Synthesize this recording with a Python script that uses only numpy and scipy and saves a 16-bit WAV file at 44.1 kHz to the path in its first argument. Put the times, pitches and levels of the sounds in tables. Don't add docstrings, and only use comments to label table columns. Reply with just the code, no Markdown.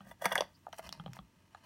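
import sys
import numpy as np
from scipy import signal
from scipy.fft import rfft, irfft, next_fast_len
from scipy.io import wavfile

SR = 44100
rng = np.random.default_rng(int(sys.argv[2]) if len(sys.argv) > 2 else 0)


def bounce(signal):
    frames = np.transpose(np.atleast_2d(signal))
    limited = np.clip(frames, -1, 1)
    pcm = np.round(limited * 32767).astype(np.int16)
    wavfile.write(sys.argv[1], SR, pcm)


N = 72765
T = np.arange(N) / SR

REGION_HZ = (680, 1650, 3200, 5300, 10500)
CRACK_DB = (-13, -3, -14, -2.5, -4)
# [f/Hz, level/dB, t60/s before each click's length factor]
LOOSE_NOTES = [(555, -4.5, .04), (668, -2, .04), (775, -4, .03), (935, -1.5, .05), (1230, -9, .04),
               (1530, -8, .03), (1662, -3, .035), (1822, -7, .035), (1985, -3, .035), (2830, -10, .03),
               (3410, -1, .04), (4680, -8, .035), (5930, -4, .04), (8000, -12, .02), (9050, -8, .03),
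               (9800, -7, .02), (10700, -7, .02), (11400, -9, .02), (12700, -10, .02)]
# [f/Hz, level/dB, t60/s before each click's length factor]
LOCKED_NOTES = [(662, -3, 0.043), (910, -2.5, 0.038), (1254, -5, 0.022), (1584, -14, .02),
                (2078, -2.5, 0.033), (2474, -15.5, .02), (3063, -1, 0.023), (4116, -7.5, 0.021),
                (5747, 0.5, 0.034), (8550, -16, .02)]
LOCKED_S = .6
# [t/s, level/dB in each of the five regions, length factor, rise t60/s]
CLICKS = [(.112, -51.5, -57.5, -58.5, -79, -65, 1.1, 0.0017),
          (.2195, -43, -66, -55.5, -76, -57, 1.06, 0.004), (.2455, -67, -53, -60, -69, -54, .4, 0.00087),
          (0.2557, -28.5, -27, -48, -42, -39, 0.33, 0.00055),
          (0.2599, -37, -34.5, -52, -47, -46.5, 0.6, 0.0019), (.2643, -42.5, -44, -45, -72, -67, 2.1, .002),
          (.3168, -35, -43.5, -43, -77, -73, 0.36, 0.0052), (0.321, -40, -70, -37, -48, -71, 0.81, 0.0025),
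          (.355, -37, -30, -48, -42, -42.5, 0.41, 0.00014),
          (0.3607, -41, -41.5, -58, -54.5, -64, 0.86, 0.0057),
          (.3787, -33.5, -50, -31.5, -48, -51, 0.59, 0.00044),
          (0.3854, -28, -66, -53, -58, -70, 0.1, 0.0045),
          (0.4069, -27, -48, -37, -40.5, -52.5, 0.31, 0.003),
          (.4205, -30.5, -46, -74, -70, -74, 0.18, 0.00022),
          (0.7279, -67, -58.5, -49, -60.5, -64, 0.75, 0.00056),
          (.731, -47, -53, -66, -76, -68, 0.97, 0.0011), (0.782, -51, -68, -55, -63.5, -50.5, 0.86, 0.0079),
          (0.7926, -39.5, -50.5, -61.5, -75, -72, 0.78, 0.00074),
          (1.1668, -52, -56, -72, -77, -71, 0.48, 0.0005)]
DETUNE, STRIKE_SPREAD_DB = .009, 1.5
CRACK_T60_S = 0.038


def clicks():
    out = np.zeros(N)
    edges = (400, 1100, 2100, 4000, 7000, 14000)
    bands = [signal.butter(3, edges[k:k + 2], "band", fs=SR, output="sos") for k in range(len(REGION_HZ))]
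    for at, *levels, length, rise in CLICKS:
        notes = LOOSE_NOTES if at < LOCKED_S else LOCKED_NOTES
        for k, (hz, db, t60) in enumerate(notes):
            weight_db = np.interp(np.log(hz), np.log(REGION_HZ), levels)
            weight_db += STRIKE_SPREAD_DB * rng.standard_normal()
            note = ring(hz * (1 + DETUNE * rng.standard_normal()), t60 * length)
            sign = (-1) ** k
            add(out, at, sign * amp(db + weight_db) * blow(note * onset(rise)))
        for band, db, crack_db in zip(bands, levels, CRACK_DB):
            crack = colour(burst(CRACK_T60_S * length) * onset(rise), SCRAPE_COLOUR)
            add(out, at, amp(db + crack_db) * blow(signal.sosfilt(band, crack)))
    return out


# [t/s, level/dB]
SCRAPE = [(.04, -68.5), (.067, -66), (.071, -56), (.087, -57), (.105, -60.5), (.12, -54), (.14, -117),
          (.203, -69), (.222, -46), (.235, -47), (.252, -32), (.275, -49), (.305, -46), (.325, -35.5),
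          (.345, -49), (.368, -43), (.375, -44), (.405, -48), (.43, -52.5), (.47, -69.5), (.6, -87)]
# [f/Hz, level/dB]
SCRAPE_COLOUR = [(200, -19), (380, -10), (620, 0), (1000, -5), (1380, -4.5), (1650, -2.5), (1950, -6),
                 (2250, -7), (3000, -15.5), (3420, -11.5), (3850, -28), (5200, -22.5), (5900, -16.5),
                 (7000, -26.5), (8400, -22), (9100, -16.5), (10000, -23), (12700, -22), (16000, -24)]


def scrape():
    return friction(SCRAPE, SCRAPE_COLOUR, LOOSE_NOTES, 0.87)


# [t/s, level/dB]
RUB = [(.71, -76), (.745, -59.5), (.772, -71), (.787, -46.5), (.81, -71), (.835, -55), (.855, -53),
       (.875, -50), (.89, -65.5), (.92, -60), (.95, -65), (.99, -65.5), (1.03, -67.5), (1.12, -73),
       (1.165, -59.5), (1.21, -77), (1.62, -71), (1.65, -62)]
# [f/Hz, level/dB]
RUB_COLOUR = [(200, -19), (450, -14), (780, -4.5), (890, -3.5), (1080, -7.5), (1700, -11), (3100, -12.5),
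              (4000, -16), (5600, -17), (7500, -21), (11500, -23.5), (16000, -34)]


def rubbing():
    return friction(RUB, RUB_COLOUR, LOCKED_NOTES, 0.64)


# [t/s, level/dB]
HISS = [(.04, -84), (.078, -64.5), (.118, -66.5), (.14, -82), (.21, -81), (.218, -55), (.25, -46.5),
        (.275, -59), (.45, -79), (.72, -80), (.75, -70), (.785, -60), (.81, -76), (.88, -65), (.92, -90),
        (1.15, -76), (1.161, -55.5), (1.167, -76.5), (1.25, -85.5), (1.62, -88.5), (1.65, -68)]
# [f/Hz, level/dB]
HISS_COLOUR = [(1000, -43.5), (4500, -6.5), (5400, -10), (5900, -4.5), (6600, -8), (8400, -8.5),
               (9100, -5.5), (10000, -14.5), (11500, -9.5), (12600, -7.5), (14000, -12.5), (15500, -5.5)]


def hiss():
    return unit(colour(grains(), HISS_COLOUR)) * curve(HISS)


# [t/s of its peak, bell width/s, f/Hz, level/dB]
SQUEAK = (.556, .008, 4850, -68)


def squeak():
    at, width, hz, db = SQUEAK
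    return amp(db) * swell(at, width) * unit(narrow(rng.standard_normal(N), hz, 0.14))


# [t/s, level/dB, f/Hz, t60/s, overtone level/dB against it, softness cut-off f/Hz]
TAPS = [(0.6675, -43, 817, 0.008, -9, 2120), (.6822, -51.5, 683, 0.011, -12, 1488),
        (1.5475, -51.5, 804, 0.012, -1, 12000)]
# [f/Hz, level/dB, t60/s]
TAP_OVERTONES = [(1180, -0.5, 0.023), (1744, -8.5, 0.035), (2767, -18, 0.0045), (4230, -13, 0.006),
                 (7500, -21.5, 0.0027)]
TAP_RISE_S = 0.013


def taps():
    out = np.zeros(N)
    for at, db, hz, t60, overtone_db, soft_hz in TAPS:
        skin = signal.butter(2, min(soft_hz, SR * .45), fs=SR, output="sos")
        add(out, at, amp(db) * blow(ring(hz, t60) * onset(TAP_RISE_S)))
        add(out, at, amp(db + overtone_db) * signal.sosfilt(skin, knock(TAP_OVERTONES)))
    return out


# [t/s, crack level/dB, ring f/Hz, ring level/dB against the crack, chatter t60/s]
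TICKS = [(0.8698, -64, 4900, 3, 0.016), (0.8918, -49, 3260, -6.5, 0.008), (0.9264, -47, 4560, 2, 0.016),
         (1.1335, -53.5, 5700, -8.5, 0.012)]
# [f/Hz, level/dB]
TICK_COLOUR = [(200, -47), (700, 6.5), (1800, 4.5), (5500, 2), (8000, -6), (16000, -10.5)]
TICK_CHATTER = .9
TICK_RING_WIDTH = 0.26


def ticks():
    out = np.zeros(N)
    for at, db, hz, ring_db, t60 in TICKS:
        force = contact(t60, TICK_CHATTER)
        crack = blow(colour(force, TICK_COLOUR))
        ringing = blow(narrow(force, hz, TICK_RING_WIDTH))
        add(out, at, amp(db) * (crack + amp(ring_db) * ringing))
    return out


# [t/s, knock level/dB, thump level/dB, thump f/Hz, thump t60/s]
ROCKS = [(.006, -58, -49.5, 192.6, 0.28), (0.259, -50, -39, 188.4, 0.12), (0.9976, -51, -44, 169.4, 0.096),
         (1.0612, -48, -41.5, 174, 0.15), (1.079, -58.5, -44, 127.5, 0.34), (1.1893, -52.5, -47, 187, 0.11)]
# [f/Hz, level/dB, t60/s]
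BODY_NOTES = [(564, -5.5, 0.019), (796, -1.5, 0.049), (1180, 0, 0.016), (1403, -5.5, 0.0054),
              (2430, -22, .012), (3200, -8, 0.011), (4100, -20, 0.014)]
THUMP_RISE_S = 0.0082


def rocking():
    out = np.zeros(N)
    for at, knock_db, thump_db, thump_hz, thump_t60 in ROCKS:
        add(out, at, amp(knock_db) * knock(BODY_NOTES))
        add(out, at, amp(thump_db) * blow(ring(thump_hz, thump_t60) * onset(THUMP_RISE_S)))
    return out


# [t/s, level/dB]
HANDLING = [(0, -69), (.09, -56.5), (.18, -74), (.245, -66), (.275, -72), (.32, -56.5), (.42, -58),
            (.5, -70.5), (.8, -68.5), (.87, -57.5), (.95, -64.5), (1.045, -55), (1.09, -53), (1.16, -65.5),
            (1.21, -55.5), (1.3, -74)]
# [f/Hz, level/dB]
HANDLING_COLOUR = [(25, -22.5), (52, -7), (90, -15), (130, -7.5), (185, -1.5), (260, -15.5), (500, -30),
                   (2000, -64)]
# [t/s of the peak, bell width/s, f/Hz, level/dB]
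SWAYS = [(0.86, 0.019, 65, -56), (1.105, 0.025, 50, -61), (1.209, 0.019, 56.7, -60)]


def handling():
    out = unit(colour(rng.standard_normal(N), HANDLING_COLOUR)) * curve(HANDLING)
    for at, width, hz, db in SWAYS:
        tone = unit(np.sin(2 * np.pi * hz * (T - at)))
        out += amp(db) * swell(at, width) * tone
    return out


# [f/Hz, level/dB]
AIR_COLOUR = [(15, -36.5), (25, -15), (97, -7), (166, -7.5), (190, -7), (363, -12), (394, -18.5),
              (560, -23), (775, -37.5), (887, -21.5), (1400, -25.5), (2840, -25.5), (4870, -32),
              (5880, -31), (16000, -41.5)]
AIR_DB, HUM_HZ, HUM_DB = -70, 91.5, -74


def background():
    air = amp(AIR_DB) * unit(colour(rng.standard_normal(N), AIR_COLOUR))
    hum = amp(HUM_DB) * unit(np.sin(2 * np.pi * HUM_HZ * T))
    return air + hum


EARLY_DB, EARLY_T60_S = -16.5, 0.074
TAIL_DB, TAIL_T60_S = -17.5, 0.22
ROOM_DELAY_S = .004


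def room(x):
    tail_colour = [(100, -7), (600, 1), (2000, 4.5), (4800, 5.0), (9000, -9.0), (16000, 4.0)]  # f/Hz, level/dB
    tail = colour(burst(TAIL_T60_S, size=22050), tail_colour)
    early = burst(EARLY_T60_S, size=22050)
    echo = amp(TAIL_DB) * tail / np.linalg.norm(tail)
    echo += amp(EARLY_DB) * early / np.linalg.norm(early)
    out = x.copy()
    add(out, ROOM_DELAY_S, signal.fftconvolve(x, echo)[:N])
    return out


def friction(levels, points, notes, ringing):
    slips = grains()
    cap = sum((-1) ** k * ring(hz, t60) for k, (hz, _, t60) in enumerate(notes))
    rung = signal.fftconvolve(slips, cap)[:N]
    return unit(colour(slips + ringing * unit(rung), points)) * curve(levels)


GRAINS_PER_S, GRAIN_SPREAD_DB = 4000, 2.5
JUDDER_HZ, JUDDER_DB = 210, 3.6


def grains():
    happens = rng.random(N) < GRAINS_PER_S / SR
    boost_db = GRAIN_SPREAD_DB * np.minimum(rng.exponential(size=N), 4)
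    slips = happens * rng.standard_normal(N) * amp(boost_db)
    steps = np.clip(rng.standard_normal(N), -2, 2)
    judder = np.interp(T * JUDDER_HZ, np.arange(N), steps)
    return unit(slips * amp(JUDDER_DB * judder))


TICK_RISE_S = 0.0005


def contact(t60, chatter):
    force = burst(t60) * onset(TICK_RISE_S)
    force = chatter * force / np.linalg.norm(force)
    force[0] += 1
    return force


KNOCK_CHATTER, CHATTER_T60_S = .7, .012
KNOCK_DETUNE, KNOCK_RISE_S = .025, 0.0015


def knock(notes):
    rung = 0
    for k, (hz, db, t60) in enumerate(notes):
        note = ring(hz * (1 + KNOCK_DETUNE * rng.standard_normal()), t60)
        rung = rung + (-1) ** k * amp(db) * blow(note * onset(KNOCK_RISE_S))
    rough = signal.fftconvolve(rung, contact(CHATTER_T60_S, KNOCK_CHATTER))[:len(rung)]
    return rough * np.linalg.norm(rung) / np.linalg.norm(rough)


def amp(db):
    return 10 ** (np.asarray(db) / 20)


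def unit(x):
    return x / np.sqrt(np.mean(x ** 2))


def blow(x):
    return x / np.sqrt(np.sum(x ** 2) / (SR / 100))


def fade(t60, size=8192):
    return np.exp(-np.log(1000) * T[:size] / max(t60, 1e-4))


def onset(rise, size=8192):
    return (1 - fade(rise, size)) ** 2


def swell(at, width):
    return np.exp(-.5 * ((T - at) / width) ** 2)


def ring(hz, t60, size=8192):
    return blow(np.sin(2 * np.pi * hz * T[:size]) * fade(t60, size))


def burst(t60, size=8192):
    return rng.standard_normal(size) * fade(t60, size)


def narrow(x, hz, width):
    edges = [hz * np.exp(-width / 2), hz * np.exp(width / 2)]
    return signal.sosfilt(signal.butter(2, edges, "band", fs=SR, output="sos"), x)


def colour(x, points):
    hz, db = np.array(points, float).T
    n = 2 * next_fast_len(len(x))
    bins_hz = np.arange(n // 2 + 1) * SR / n
    gain = amp(np.interp(np.log(bins_hz + 1), np.log(hz), db))
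    cepstrum = irfft(np.log(gain))
    cepstrum[1:n // 2] *= 2
    cepstrum[n // 2 + 1:] = 0
    return irfft(rfft(x, n) * np.exp(rfft(cepstrum)))[:len(x)]


def curve(points):
    return amp(np.interp(T, *np.array(points).T))


def add(out, at, x):
    i = max(int(at * SR), 0)
    out[i:i + len(x)] += x[:N - i]


def scene():
    low_cut = signal.butter(3, 362, "high", fs=SR, output="sos")
    thin_contacts = signal.sosfilt(low_cut, clicks() + taps())
    sliding = scrape() + rubbing() + hiss() + squeak()
    return (room(thin_contacts + sliding + ticks() + rocking()) + handling() + background())[None]


LOW_CUT_HZ, TOP_HZ = 42, 15850


def record(dry):
    thin = signal.sosfilt(signal.butter(4, LOW_CUT_HZ, "high", fs=SR, output="sos"), dry)
    return signal.sosfilt(signal.ellip(10, .2, 70, TOP_HZ, fs=SR, output="sos"), thin)


dry = scene()
out = record(dry)
bounce(out)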